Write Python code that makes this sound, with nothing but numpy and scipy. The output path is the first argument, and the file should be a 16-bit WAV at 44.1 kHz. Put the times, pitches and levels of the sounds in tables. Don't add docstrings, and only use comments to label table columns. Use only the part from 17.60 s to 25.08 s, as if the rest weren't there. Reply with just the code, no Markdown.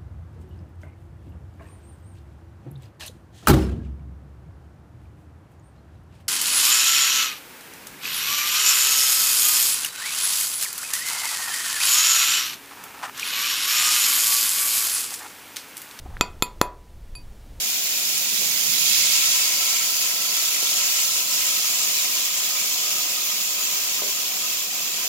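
import sys
import numpy as np
from scipy import signal
from scipy.fft import rfft, irfft, next_fast_len
from scipy.io import wavfile

SR = 44100
rng = np.random.default_rng(int(sys.argv[2]) if len(sys.argv) > 2 else 0)


def wav_out(sig):
    wavfile.write(sys.argv[1], SR, np.round(np.clip(np.atleast_2d(sig).T, -1, 1) * 32767).astype(np.int16))


N = 329868
T = np.arange(N) / SR
LEFT_RIGHT_HALVES = np.array([[.5], [-.5]])

# (frequency [Hz], density [dB per Hz])
SIZZLE_COLOUR = [(1000, -24), (1400, -17), (1850, -13.5), (2100, -9), (2500, -7), (3200, -4), (3900, -4),
                 (4600, -3), (6000, -1), (7200, -0.5), (8000, -7.5), (8700, -7.5), (10700, -9), (12400, -5),
                 (15600, -4.5)]
# (frequency [Hz], left minus right [dB])
SIZZLE_LEAN = [(60, -7), (110, 0.0), (200, 0.5), (380, 1.0), (700, 3), (1290, 5), (2380, 3), (4400, -2.5),
               (8120, -1.0), (15000, 0)]
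# (start [s], attack [s], hold [s], release [s])
ARM_REACH = (0.31, 0.68, 0.2, 0.72)
REACH_RIGHT_DB = 4
FRY_DB = -28.5
SPATTER_DB, FIZZ_START_DB, MIST_DB = -13.5, -9.5, -2.5
FIZZ_FADE_DB_PER_S = 0.42
MIST_LAG = 0.55


def sizzle():
    boil_db = boiling()
    popping = crackle()
    popping = popping + undb(-10.5) * chirps(per_s=800, lo_hz=1898.6, hi_hz=12986, ring_s=0.0035, spread_db=1.0)
    popping = shape(
        popping,
        lambda hz: contour(SIZZLE_COLOUR, hz) * contour(SIZZLE_LEAN, hz) ** LEFT_RIGHT_HALVES)

    spatter_db = SPATTER_DB + 0.78 * walk(9.8)
    fry_db = -0.42 + 0.3 * walk(21)
    fizz_db = FIZZ_START_DB - FIZZ_FADE_DB_PER_S * T + 0.41 * walk(20)
    mist_db = MIST_DB - MIST_LAG * np.maximum(boil_db, 0) + 0.54 * walk(25)

    spatter = unit(band(popping, 1090, 2600, order=24)) * undb(spatter_db)
    fry = unit(band(popping, 2530, 8500, order=24)) * undb(fry_db)
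    fizz = unit(band(popping, 8820, 11380, order=24)) * undb(fizz_db)
    mist = unit(band(popping, 11180, 17600, order=24)) * undb(mist_db)
    right_db = REACH_RIGHT_DB * envelope(*ARM_REACH) * np.array([[0], [1]])
    return (spatter + fry + fizz + mist) * undb(FRY_DB + boil_db + right_db)


def crackle(count=8):
    out = 0
    for _ in range(count):
        spurts = undb(0.93 * np.tanh(walk(9)) + 1.2 * np.tanh(walk(50)))
        spot = bursts(per_s=1700, spread_db=2.0, largest_db=19) * spurts
        room = kitchen(t60=0.34, wet_db=-2.0, near_db=-1, near_t60=0.015)
        out = out + signal.oaconvolve(spot[None], room, axes=1)[:, :N]
    return unit(out)


def bursts(per_s, spread_db, largest_db):
    size_db = np.minimum(spread_db * rng.exponential(size=N), largest_db)
    happens = rng.random(N) < per_s / SR
    return happens * undb(size_db) * rng.choice([-1, 1], N)


def chirps(per_s, lo_hz, hi_hz, ring_s, spread_db):
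    out, t = np.zeros((2, N + SR)), T[:SR // 32]
    for when, pitch, size, length, glide, place, phase in rng.random((int(per_s * N / SR), 7)):
        hz = lo_hz * (hi_hz / lo_hz) ** pitch
        age = t / (ring_s * (.5 + length))
        ring = undb(-spread_db * np.log(size + .04)) * age * np.exp(-age)
        turns = hz * t * (1 + (glide - .5) * t)
        balance = np.array([[.5 + place], [1.5 - place]])
        phase_turns = np.array([[phase], [0]])
        tone = balance * np.sin(2 * np.pi * (turns + phase_turns))
        out[:, int(when * N):][:, :len(t)] += ring * tone
    return unit(out[:, :N])


# (start [s], hold [s], rise (negative: fall) [dB])
SURGES = [(1.172, 0.54, 2), (1.973, 0.048, 0.9), (2.463, 0.016, -2), (2.73, .03, 0.2), (3.02, 0.084, 1.0),
          (3.78, 0.092, 0.2), (4.177, 0.043, 0.5), (7.337, 0.092, 1)]
# (start [s], depth [dB])
LULLS = [(2.29, 1.8), (2.65, 1.4), (3.61, 3), (4.45, 1.8), (4.66, 1.7), (7.05, 2)]
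SURGE_ATTACK_S, SURGE_RELEASE_S = 0.09, 0.19
LULL_FALL_S, LULL_RECOVER_S = 0.035, 0.08
LAID_S, SETTLE_S, SECOND_PIECE_DB = 0.96, 0.53, 2.5
DRYING_S, DRYING_DB_PER_S = 4.04, 1.33


def boiling():
    surges_db = sum(db * envelope(s, SURGE_ATTACK_S, hold, SURGE_RELEASE_S) for s, hold, db in SURGES)
    lulls_db = sum(db * envelope(s, LULL_FALL_S, 0, LULL_RECOVER_S) for s, db in LULLS)
    second_db = SECOND_PIECE_DB * ramp(LAID_S, SETTLE_S)
    drying_db = DRYING_DB_PER_S * np.maximum(T - DRYING_S, 0)
    return second_db + surges_db - lulls_db - drying_db


# (time [s], level before band and balance [dB])
SPITS = [(.493, -4), (.580, -5), (3.990, -7), (4.353, -8)]


def spits():
    crack = sum(undb(db) * np.exp(-np.abs(T - s) / 0.00069) for s, db in SPITS)
    balance_db = np.array([[-12], [-5]])
    return band(crack * rng.standard_normal((2, N)), 3000, 15000) * undb(balance_db)


# (start [s], end [s], mean centre [Hz], width [Hz], level [dB])
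PASSING_BANDS = [(0, 1.1, 3710, 170, -45), (0, 0.75, 2450, 130, -45.5), (1.1, 1.95, 2680, 150, -39),
                 (1.05, 1.8, 3702, 1000, -34.5), (1.2, 2.3, 2200, 220, -41), (1.2, 2.9, 4674, 400, -37),
                 (1.2, 2.35, 6900, 250, -42), (2.2, 7.7, 2645, 148, -47.5), (3.6, 4, 7380, 450, -36),
                 (4.4, 7.7, 3260, 300, -48)]
# (frequency [Hz], width [Hz], relative level [dB])
HOLLOWS = [(569, 46, 2.5), (712.4, 48, 2), (1020, 83, 4.5), (1073, 195, -1.5)]
GROOVE_DB, GROOVE_RISE_DB, GROOVE_BUILD_S = -47.5, 11, 0.91
GROOVE_HZ, GROOVE_SAG_HZ, SAG_START_S, SAG_S = 1323, 75.5, 3.5, 0.8
BAND_FADE_S = 0.14
THIN_HISS_HZ, THIN_HISS_DB = 7270, -11.5


def steam():
    boil_db = boiling()
    trapped = ramp(LAID_S, GROOVE_BUILD_S)
    flow_db = boil_db - SECOND_PIECE_DB - GROOVE_RISE_DB * (1 - trapped)

    groove_hz = GROOVE_HZ - GROOVE_SAG_HZ * ramp(SAG_START_S, SAG_S)
    groove_hz = groove_hz * (1 + 0.00398 * walk(6))
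    out = noise_band(groove_hz, width_hz=105, sputter_db=1.0) * undb(GROOVE_DB + flow_db)

    thin_hz = THIN_HISS_HZ * (1 + .03 * walk(70))
    out += noise_band(thin_hz, width_hz=500, sputter_db=2.5) * undb(FRY_DB + THIN_HISS_DB + boil_db)

    for start, end, hz, width_hz, db in PASSING_BANDS:
        fade = ramp(start, BAND_FADE_S) - ramp(end - BAND_FADE_S, BAND_FADE_S)
        out += fade * noise_band(hz * (1 + .01 * walk(5)), width_hz, sputter_db=2.0) * undb(db)

    hollow = shape(
        diffuse(apart_hz=2300),
        lambda hz: sum(undb(db) * resonance(hz, f, w) ** 2 for f, w, db in HOLLOWS))
    return out + unit(hollow) * undb(-47.5 + 0.5 * flow_db)


def noise_band(hz, width_hz, sputter_db):
    pole = np.exp(-np.pi * width_hz / SR)
    mid, side = signal.lfilter([1], np.poly([pole, pole]), rng.standard_normal((2, N)))
    side = side * min(hz.mean() / 2600, 1)
    carrier = np.cos(2 * np.pi * np.cumsum(hz) / SR)
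    return unit(np.array([mid + side, mid - side]) * carrier) * undb(sputter_db * walk(25))


# (time [s], level [dB], relative thud [dB], decay t60 [s], excited band centre [Hz])
KNOCKS = [(.795, -44, -6, .1, 420), (.820, -39, -2.5, 0.11, 400), (3.028, -33.5, -30, 0.05, 290),
          (6.421, -31, -45, .025, 400), (6.428, -36, -45, 0.11, 620), (6.436, -36, -45, 0.09, 620),
          (6.458, -39, -45, 0.12, 380)]
# (mean frequency [Hz], relative level [dB])
KNOCK_MODES = [(330, -4), (410, 4.5), (510, 5), (585, 6), (670, -9), (1410, 3)]
KNOCK_SPREAD_HZ = 300


def knocks():
    out, t = np.zeros(N + SR), T[:SR // 2]
    for s, db, thud_db, t60, centre_hz in KNOCKS:
        ring = 0
        for hz, mode_db in KNOCK_MODES:
            excited = undb(mode_db) * abs(resonance(hz, centre_hz, KNOCK_SPREAD_HZ))
            detuned_hz = hz * (1 + 0.017 * rng.standard_normal())
            ring = ring + excited * np.cos(2 * np.pi * detuned_hz * t) / 2
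        thud = undb(thud_db) * np.sin(2 * np.pi * 135 * t)
        out[int(s * SR):][:len(t)] += undb(db - 60 * t / t60) * (ring + thud)
    room = kitchen(t60=.3, wet_db=-5, near_db=-25, near_t60=.02)
    return signal.fftconvolve(band(out[None, :N], 82, 3000, order=4), room, axes=1)[:, :N]


# (frequency [Hz], density [dB per Hz])
FAN_COLOUR = [(25, -24), (60, -20), (100, -18), (135, -10.5), (175, -1), (280, -2), (400, -1), (600, -1.5),
              (750, 3), (870, -7), (1500, -4.5), (3000, -20.5)]
# (frequency [Hz], density [dB per Hz])
RUMBLE_COLOUR = [(30, -28), (60, -12), (95, -17), (120, -4), (170, -1.5), (215, -0.5), (280, -14),
                 (450, -30)]
# (frequency [Hz], level at rest [dB], share of the swell [ratio])
HUM = [(121.4, -68.5, 0.68), (202.4, -62.5, 0.081), (351.6, -62, 0)]
AIR_DB, AIR_LEAN_DB = -46, 1.6
RUMBLE_DB, HUM_RISE_DB = -49, 15


def fan():
    air = unit(shape(diffuse(apart_hz=1530), lambda hz: contour(FAN_COLOUR, hz)))
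    air = air * undb(AIR_DB + .5 * walk(5.2) + AIR_LEAN_DB * LEFT_RIGHT_HALVES)
    swell = np.maximum(envelope(*ARM_REACH), 0) ** 0.79
    rumble = unit(shape(diffuse(apart_hz=1400), lambda hz: contour(RUMBLE_COLOUR, hz)))
    rumble = rumble * undb(RUMBLE_DB) * swell
    hum = 0
    for hz, db, share in HUM:
        wavering = undb(2 * walk(4)) * np.sin(2 * np.pi * hz * T + .5 * walk(5))
        hum = hum + undb(db + share * HUM_RISE_DB * swell) * wavering
    return air + rumble + hum


def kitchen(t60, wet_db, near_db, near_t60):
    t = T[:SR // 3]
    decay = undb(-60 * t / np.array([near_t60, t60])[:, None, None])
    near, tail = rng.standard_normal((2, 2, len(t))) * decay
    response = undb(near_db) * near / np.linalg.norm(near[0])
    response = response + undb(wet_db) * tail / np.linalg.norm(tail[0])
    lag = rng.integers(3, 6)
    response[0, 0] += 1
    response[1, lag] += 1
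    return response


def diffuse(apart_hz=1500):
    mid, side = rng.standard_normal((2, N))
    side = shape(side, lambda hz: hz / np.hypot(hz, apart_hz))
    return np.array([mid + side, mid - side])


def walk(rate):
    levels = 1.2 * rng.standard_normal(int(T[-1] * rate) + 3)
    return np.interp(T * rate + rng.random(), np.arange(len(levels)), levels)


def ramp(start_s, length_s):
    return np.clip((T - start_s) / length_s, 0, 1)


def envelope(start_s, attack_s, hold_s, release_s):
    return ramp(start_s, attack_s) - ramp(start_s + attack_s + hold_s, release_s)


def undb(db):
    return 10 ** (np.asarray(db) / 20)


def unit(x):
    return x / np.std(x.mean(axis=0))


def shape(x, gain):
    size = next_fast_len(N + 8192)
    hz = np.maximum(np.arange(size // 2 + 1) * SR / size, 1)
    return irfft(rfft(x, size) * gain(hz), size)[..., :N]


def contour(points, hz):
    f, db = np.transpose(points)
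    return undb(np.interp(np.log(hz), np.log(f), db))


def resonance(hz, centre_hz, width_hz):
    return 1 / (1 + 1j * (hz ** 2 - centre_hz ** 2) / (hz * width_hz))


def band(x, lo_hz, hi_hz, order=8):
    return shape(x, lambda hz: 1 / (1 + (lo_hz / hz) ** order) / (1 + (hz / hi_hz) ** order))


def scene():
    return sizzle() + spits() + steam() + knocks() + fan()


TOP_HZ = 15750


def record(dry):
    return signal.sosfilt(signal.ellip(12, .1, 80, TOP_HZ, fs=SR, output="sos"), dry)


dry = scene()
out = record(dry)
wav_out(out)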